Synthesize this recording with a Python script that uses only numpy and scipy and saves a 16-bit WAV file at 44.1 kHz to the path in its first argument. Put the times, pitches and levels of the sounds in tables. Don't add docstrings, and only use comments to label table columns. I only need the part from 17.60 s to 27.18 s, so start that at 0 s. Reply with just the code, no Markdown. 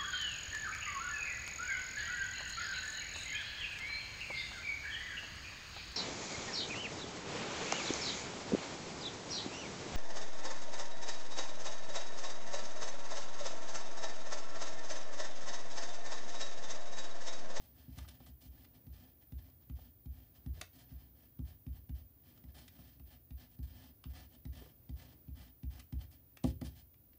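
import sys
import numpy as np
from scipy import signal
from scipy.fft import rfft, irfft
from scipy.io import wavfile
from scipy.ndimage import uniform_filter1d

SR = 44100
rng = np.random.default_rng(int(sys.argv[2]) if len(sys.argv) > 2 else 0)


def store_wav(level_fs):
    pcm = np.round(np.clip(np.atleast_2d(level_fs), -1, 1) * 32767)
    wavfile.write(sys.argv[1], SR, pcm.T.astype(np.int16))


N = 422478
TIME_S = np.arange(N) / SR

# frequency in Hz, relative density in dB.
RUMBLE_SPECTRUM = [(20, -45), (40, -8), (65, 4.5), (130, -2), (190, -12), (270, -7), (420, -18.5),
                   (600, -19.5), (1000, -29), (2000, -33.5), (5000, -36), (9000, -46)]
HISS_SPECTRUM = [(3000, -19.5), (8000, -10.5), (10500, -7), (11700, -8.5), (12400, -7.5), (13000, -8),
                 (13600, 2), (14500, -4.5), (15200, 10.5), (15800, 2)]
RUB_SPECTRUM = [(200, -4), (400, -12.5), (550, 3), (800, 0.5), (950, -5.5), (1480, -9), (2450, -7),
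                (3650, -7), (4500, -7.5), (6100, -8.5), (6700, -11.5), (8500, -9.5), (10500, -10),
                (15000, -25)]
CRACKLE_SPECTRUM = [(200, -3), (350, -3), (600, 2.5), (900, -6.5), (1200, 1), (1500, -1), (2000, 0.5),
                    (2800, 1.5), (4000, -1.5), (5500, -4), (7500, -9.5), (11000, -9.5), (15000, -26)]
# frequency in Hz, line width in Hz, level in dB,
# delay within the mains cycle in ms, flutter depth from 0 to 1.
WHINE_TONES = [(9930, 90, -91, 7, .5), (10700, 90, -90.5, 7, .5), (11611, 170, -80.7, 7, .9),
               (12090, 220, -84, 7, .9), (12979, 300, -76.5, 7, .9), (13936, 190, -76.7, 9, .7),
               (14260, 90, -85, 9, .6), (15028, 40, -69, 0, .2)]
# start in seconds, length in
# seconds, share spent speeding up, relative level in dB, treble gain in dB.
SHEET_SLIDES = [(0, .14, 0.024, -72.5, 0.5), (.13, .15, 0.52, -72.5, -2), (0.268, .15, .7, -74, -2),
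                (0.373, 0.11, .06, -65.5, -.4), (0.474, 0.11, 0.065, -69, 0), (.59, .065, 0.82, -68.5, -4),
                (.659, 0.049, .14, -67, 2.5), (0.806, 0.083, .16, -71.5, 8), (1.131, .055, .5, -71.5, -3),
                (1.604, .04, .6, -75, -3), (2.005, .045, .4, -76, -5), (2.735, 0.051, .6, -76.5, 3),
                (3.117, .135, 0.56, -69, 2.5), (3.24, .16, .4, -76, -3), (3.541, .155, 0.41, -75, -2),
                (4.626, .2, 0.32, -74.2, -3), (4.941, .155, .06, -65, .8), (5.093, .295, .4, -70.5, -1),
                (5.881, .083, 0.78, -77.5, 4), (6.027, 0.042, .1, -71.5, 3.5),
                (6.472, 0.058, 0.63, -74, -1), (6.693, 0.074, 0.77, -70.5, 1),
                (8.508, 0.074, 0.091, -75, 5.5), (8.831, 0.093, .4, -63, 6.5),
                (9.031, 0.069, .58, -63.2, 5.6), (9.15, 0.079, 0.26, -68.5, 4.5)]
# frequency in Hz, width in Hz, lift in dB.
SHEET_RESONANCES = [(1730, 110, 10.3), (2095, 70, 6), (3150, 380, 7.2), (4240, 110, 6.5), (4950, 550, 4.5)]
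# start in seconds, push in dB, contact time in ms, relative tick level in dB,
# relative wipe level in dB, wipe length in seconds, share of the wipe spent speeding up.
ERASER_DABS = [(.281, -39, 1.4, -78, -76, 0.087, 0.76), (.854, -26.5, 5.4, -83, -72.5, 0.17, 0.58),
               (1.268, -33, 2.8, -71.5, -70, .22, .13), (1.722, -22.5, 4.2, -67, -72.7, .17, .08),
               (2.098, -23, 3.74, -66, -70, 0.16, 0.24), (2.458, -17.5, 6, -68, -73.5, .2, .25),
               (2.862, -22.5, 2.98, -63.5, -64, .11, 0.45), (3.316, -32.5, 2.8, -80, -77, .17, 0.28),
               (3.791, -30.5, 1.45, -70, -69.3, .11, .35), (4.066, -26, 2.65, -67.5, -70.2, 0.082, 0.35),
               (4.294, -21, 3.84, -65, -72.5, 0.097, 0.27), (4.84, -37.5, 2.33, -70, -80, .06, .3),
               (5.398, -26.5, 5.9, -68.5, -69.5, .13, 0.64), (5.707, -15, 8.2, -66.5, -68.5, 0.12, 0.37),
               (5.99, -23, 3.45, -71.5, -67, .275, 0.57), (6.456, -27.5, 3, -72, -61.5, .14, 0.27),
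               (6.853, -27, 2.7, -61.5, -64, .215, .23), (7.293, -27, 2.76, -63, -65.2, 0.2, .2),
               (7.681, -33.2, 2.1, -75, -65.5, .17, 0.31), (8.033, -18.5, 4.3, -64, -65, .13, 0.31),
               (8.326, -21, 3.1, -59.5, -68.8, .08, 0.57), (9.04, -33.5, 2.8, -78, -78.5, 0.11, .5)]
# frequency in Hz, gain in dB, T60 in seconds, side of the nodal line (+1/-1).
TABLE_MODES = [(57.4, -8.5, 0.42, -1), (67.4, -1.6, 0.32, 1), (81, -6, 0.24, -1), (85.3, -9, 0.58, 1),
               (105.6, -15.5, 0.63, -1), (121.4, -8, 0.39, -1), (142.4, 2, 0.064, -1), (155.4, -9, 0.31, 1),
               (189.6, -5.5, 0.17, 1), (230.1, -7, .19, -1), (249, -1.3, 0.15, 1), (258.3, -0.5, 0.2, 1),
               (302.5, -9, .19, -1), (321.4, -8.5, 0.21, 1), (344, -12.5, 0.21, 1),
               (390.5, -21.5, 0.41, -1), (512, -1.5, 0.031, -1), (525.4, -11.5, 0.22, 1),
               (566, -2, 0.042, 1), (633, -12, 0.15, 1), (685, -10.5, 0.11, -1), (788, -3.5, 0.048, 1),
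               (839, -14.5, 0.16, -1), (972, -16, .1, 1), (1150, -9, 0.052, -1)]
# start in seconds, push in dB, contact time in ms, relative slap in dB.
TABLE_KNOCKS = [(.373, -26, 3.7, -70), (.604, -58, .13, -75), (.69, -45.5, 1.56, -77), (5.191, -52, .8, -80),
                (8.842, -28.2, .22, -51), (9.016, -39.5, 0.25, -55.5)]
# start in seconds, relative level in dB, rise in ms, treble gain in dB.
PAPER_FLICKS = [(.381, -60, 5.6, 9.5), (.484, -66.5, 5.3, 14.5), (.663, -65.5, 4, -2), (1.043, -66, 5.9, 1),
                (3.0117, -41.5, 3, 2), (4.7748, -65.5, 2.8, -6), (5.078, -65.5, 4.5, 12.5),
                (6.4393, -54, 1.8, -2), (8.192, -62.5, 7.5, 9), (8.7695, -56, 3, 1.5),
                (9.3404, -70.5, 2.3, -5), (9.5316, -67, 2.1, -18)]
# start in seconds, level in dB, centre frequency in Hz.
RUBBER_JUDDERS = [(.384, -57.5, 900), (.445, -64, 1100), (.601, -65, 750), (1.882, -65, 370),
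                  (2.185, -64, 700), (2.975, -60, 268), (3.013, -53.5, 500), (5.185, -63.5, 600),
                  (7.014, -54.5, 390), (7.058, -55, 385)]

TICK_LEAD_S, SLAP_LEAD_S = 0.002, 0.0041
USUAL_WIPE_DB = -70


def undb(db):
    return 10 ** (np.asarray(db) / 20)


def unit_rms(x):
    return x / np.sqrt(np.mean(x ** 2))


def convolve(x, response):
    return signal.fftconvolve(x, response)[:N]


def lowpass(x, cutoff_hz):
    return signal.sosfilt(signal.butter(1, cutoff_hz, fs=SR, output="sos"), x)


def resonance(x, hz, width_hz):
    return signal.lfilter(*signal.iirpeak(hz, hz / width_hz, fs=SR), x)


def add(track, start_s, piece):
    i = max(int(start_s * SR), 0)
    track[i:i + len(piece)] += piece[:max(N - i, 0)]


def colour(x, spectrum, size=4096):
    hz, db = np.transpose(spectrum)
    bins_hz = np.maximum(np.fft.rfftfreq(size, 1 / SR), 1)
    gain = undb(np.interp(np.log(bins_hz), np.log(hz), db))
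    cepstrum = irfft(np.log(gain))
    cepstrum[1:size // 2] *= 2
    cepstrum[size // 2 + 1:] = 0
    response = irfft(np.exp(rfft(cepstrum)))
    return convolve(x, response / np.linalg.norm(response))


def wander(rate_hz):
    hold = int(SR / rate_hz)
    steps = rng.standard_normal(N // 20)
    return unit_rms(uniform_filter1d(steps[np.arange(N) // hold], hold))


def burst(db, rise_ms):
    age = TIME_S[:SR // 20] * 1000 / rise_ms
    return undb(db) * age * np.exp((1 - age ** 2) / 2)


def shape_bands(x, low_envelope, high_envelope, split_hz):
    low = lowpass(x, split_hz)
    return low * low_envelope + (x - low) * high_envelope


def room_rumble(level_db=-66, swell_db=1.14):
    noise = colour(rng.standard_normal(N), RUMBLE_SPECTRUM)
    return noise * undb(level_db + swell_db * wander(rate_hz=2.99))


def microphone_hiss(level_db=-72):
    return undb(level_db) * colour(rng.standard_normal(N), HISS_SPECTRUM)


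def electrical_whine(mains_hz=60, uneven_db=2.6):
    out = np.zeros(N)
    for hz, width_hz, db, delay_ms, flutter in WHINE_TONES:
        flare = 1 + flutter * np.cos(2 * np.pi * mains_hz * (TIME_S - delay_ms / 1000))
        drift_rad = np.cumsum(rng.standard_normal(N)) * np.sqrt(2 * np.pi * width_hz / SR)
        tone = resonance(np.sin(2 * np.pi * hz * TIME_S + drift_rad), hz, width_hz=900)
        out += undb(db) * unit_rms(tone * flare * undb(uneven_db * wander(rate_hz=120)))
    return out


def friction(strokes, catch_db=1.9, lurch_db=0.9):
    low_power, high_power = np.zeros(N), np.zeros(N)
    for start_s, length_s, rise_share, db, treble_db in strokes:
        speed = np.interp(TIME_S[:SR // 2] / length_s, [0, rise_share, 1], [0, 1, 0])
        power = undb(db) ** 2 * speed ** 1.3
        add(low_power, start_s, power)
        add(high_power, start_s, power * undb(treble_db) ** 2)
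    grip = undb(catch_db * wander(rate_hz=130) + lurch_db * wander(rate_hz=28))
    return np.sqrt(low_power) * grip, np.sqrt(high_power) * grip


def fibre_slips(spread_db):
    noise = rng.standard_normal(N)
    size_db = spread_db * np.minimum(rng.exponential(size=N), np.pi)
    return unit_rms(noise * undb(size_db))


def swish(low_envelope, high_envelope, gain_db=3):
    scrape = colour(fibre_slips(spread_db=4), RUB_SPECTRUM)
    lift = sum((undb(db) - 1) * resonance(scrape, hz, width_hz) for hz, width_hz, db in SHEET_RESONANCES)
    rasp = unit_rms(scrape + lift)
    return undb(gain_db) * shape_bands(rasp, low_envelope, high_envelope, split_hz=4700)


def drag_force(envelope, gain_db=-91.5, db_per_swish_db=0.65):
    strength = (envelope / undb(USUAL_WIPE_DB)) ** db_per_swish_db
    return undb(gain_db) * lowpass(fibre_slips(spread_db=3) * strength, cutoff_hz=160)


def dab_ticks(rise_ms=2.6, treble_db=-0.3):
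    return [(start_s - TICK_LEAD_S, db, rise_ms, treble_db) for start_s, _, _, db, *_ in ERASER_DABS]


def paper_crackle(contacts, gain_db=3):
    low_envelope, high_envelope = np.zeros(N), np.zeros(N)
    for start_s, db, rise_ms, treble_db in contacts:
        add(low_envelope, start_s, burst(db, rise_ms))
        add(high_envelope, start_s, burst(db + treble_db, rise_ms))
    crackle = shape_bands(fibre_slips(spread_db=-0.7), low_envelope, high_envelope, split_hz=5500)
    return undb(gain_db) * colour(crackle, CRACKLE_SPECTRUM)


def push_force(jolt_hz=700, jolt_over_tick_db=4.5):
    force, t = np.zeros(N), TIME_S[:SR // 10]
    for start_s, db, contact_ms, *_ in ERASER_DABS + TABLE_KNOCKS:
        push = t * np.exp(-t * 1000 / contact_ms)
        add(force, start_s, undb(db) * push / push.sum())
    jolt = np.sin(np.linspace(0, 2 * np.pi, SR // jolt_hz))
    for start_s, _, _, tick_db, *_ in ERASER_DABS:
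        add(force, start_s - TICK_LEAD_S, undb(tick_db + jolt_over_tick_db) * jolt / np.abs(jolt).sum())
    return force


def table_thump(force):
    t = TIME_S[:SR]
    response = sum(side * undb(db) * np.sin(2 * np.pi * hz * t) * undb(-60 * t / t60_s)
                   for hz, db, t60_s, side in TABLE_MODES)
    return convolve(force, response)


def eraser_wipes(usual_grip_s=0.053, grip_s_per_db=0.0022, treble_db=-3.5):
    strokes = []
    for start_s, _, _, _, db, length_s, rise_share in ERASER_DABS:
        grip_s = usual_grip_s + grip_s_per_db * (db - USUAL_WIPE_DB)
        strokes.append((start_s + grip_s, length_s, rise_share, db, treble_db))
    return strokes


def knock_slaps(rise_ms=3.5, treble_db=4.5):
    return [(start_s - SLAP_LEAD_S, db, rise_ms, treble_db) for start_s, _, _, db in TABLE_KNOCKS]


def rubber_judders(rise_ms=6, relative_width=0.88):
    out = np.zeros(N)
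    for start_s, db, hz in RUBBER_JUDDERS:
        envelope, width_hz = burst(db, rise_ms), hz * relative_width
        noise = rng.standard_normal(len(envelope))
        slips = resonance(resonance(noise, hz, width_hz), hz, width_hz)
        add(out, start_s, envelope * unit_rms(slips))
    return out


def small_room(x, t60_s=0.2, tail_db=-5.5, gap_s=0.00132):
    t = TIME_S[:SR // 2]
    tail = rng.standard_normal(len(t)) * undb(-60 * t / t60_s) * (t > gap_s)
    tail = lowpass(tail / np.linalg.norm(tail), cutoff_hz=7000)
    return (x + undb(tail_db) * convolve(x, tail)) / np.hypot(1, undb(tail_db))


def scene():
    low_envelope, high_envelope = friction(SHEET_SLIDES + eraser_wipes())
    rubbing = swish(low_envelope, high_envelope)
    thumps = table_thump(push_force() + drag_force(low_envelope))
    crackle = paper_crackle(dab_ticks() + knock_slaps() + PAPER_FLICKS)
    airborne = small_room(rubbing + crackle + rubber_judders())
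    return (thumps + airborne + room_rumble() + microphone_hiss() + electrical_whine())[None]


def record(dry, bottom_hz=34, top_hz=15600):
    dry = signal.sosfilt(signal.butter(4, bottom_hz, "high", fs=SR, output="sos"), dry)
    return signal.sosfilt(signal.ellip(10, 0.2, 70, top_hz, fs=SR, output="sos"), dry)


dry = scene()
out = record(dry)
store_wav(out)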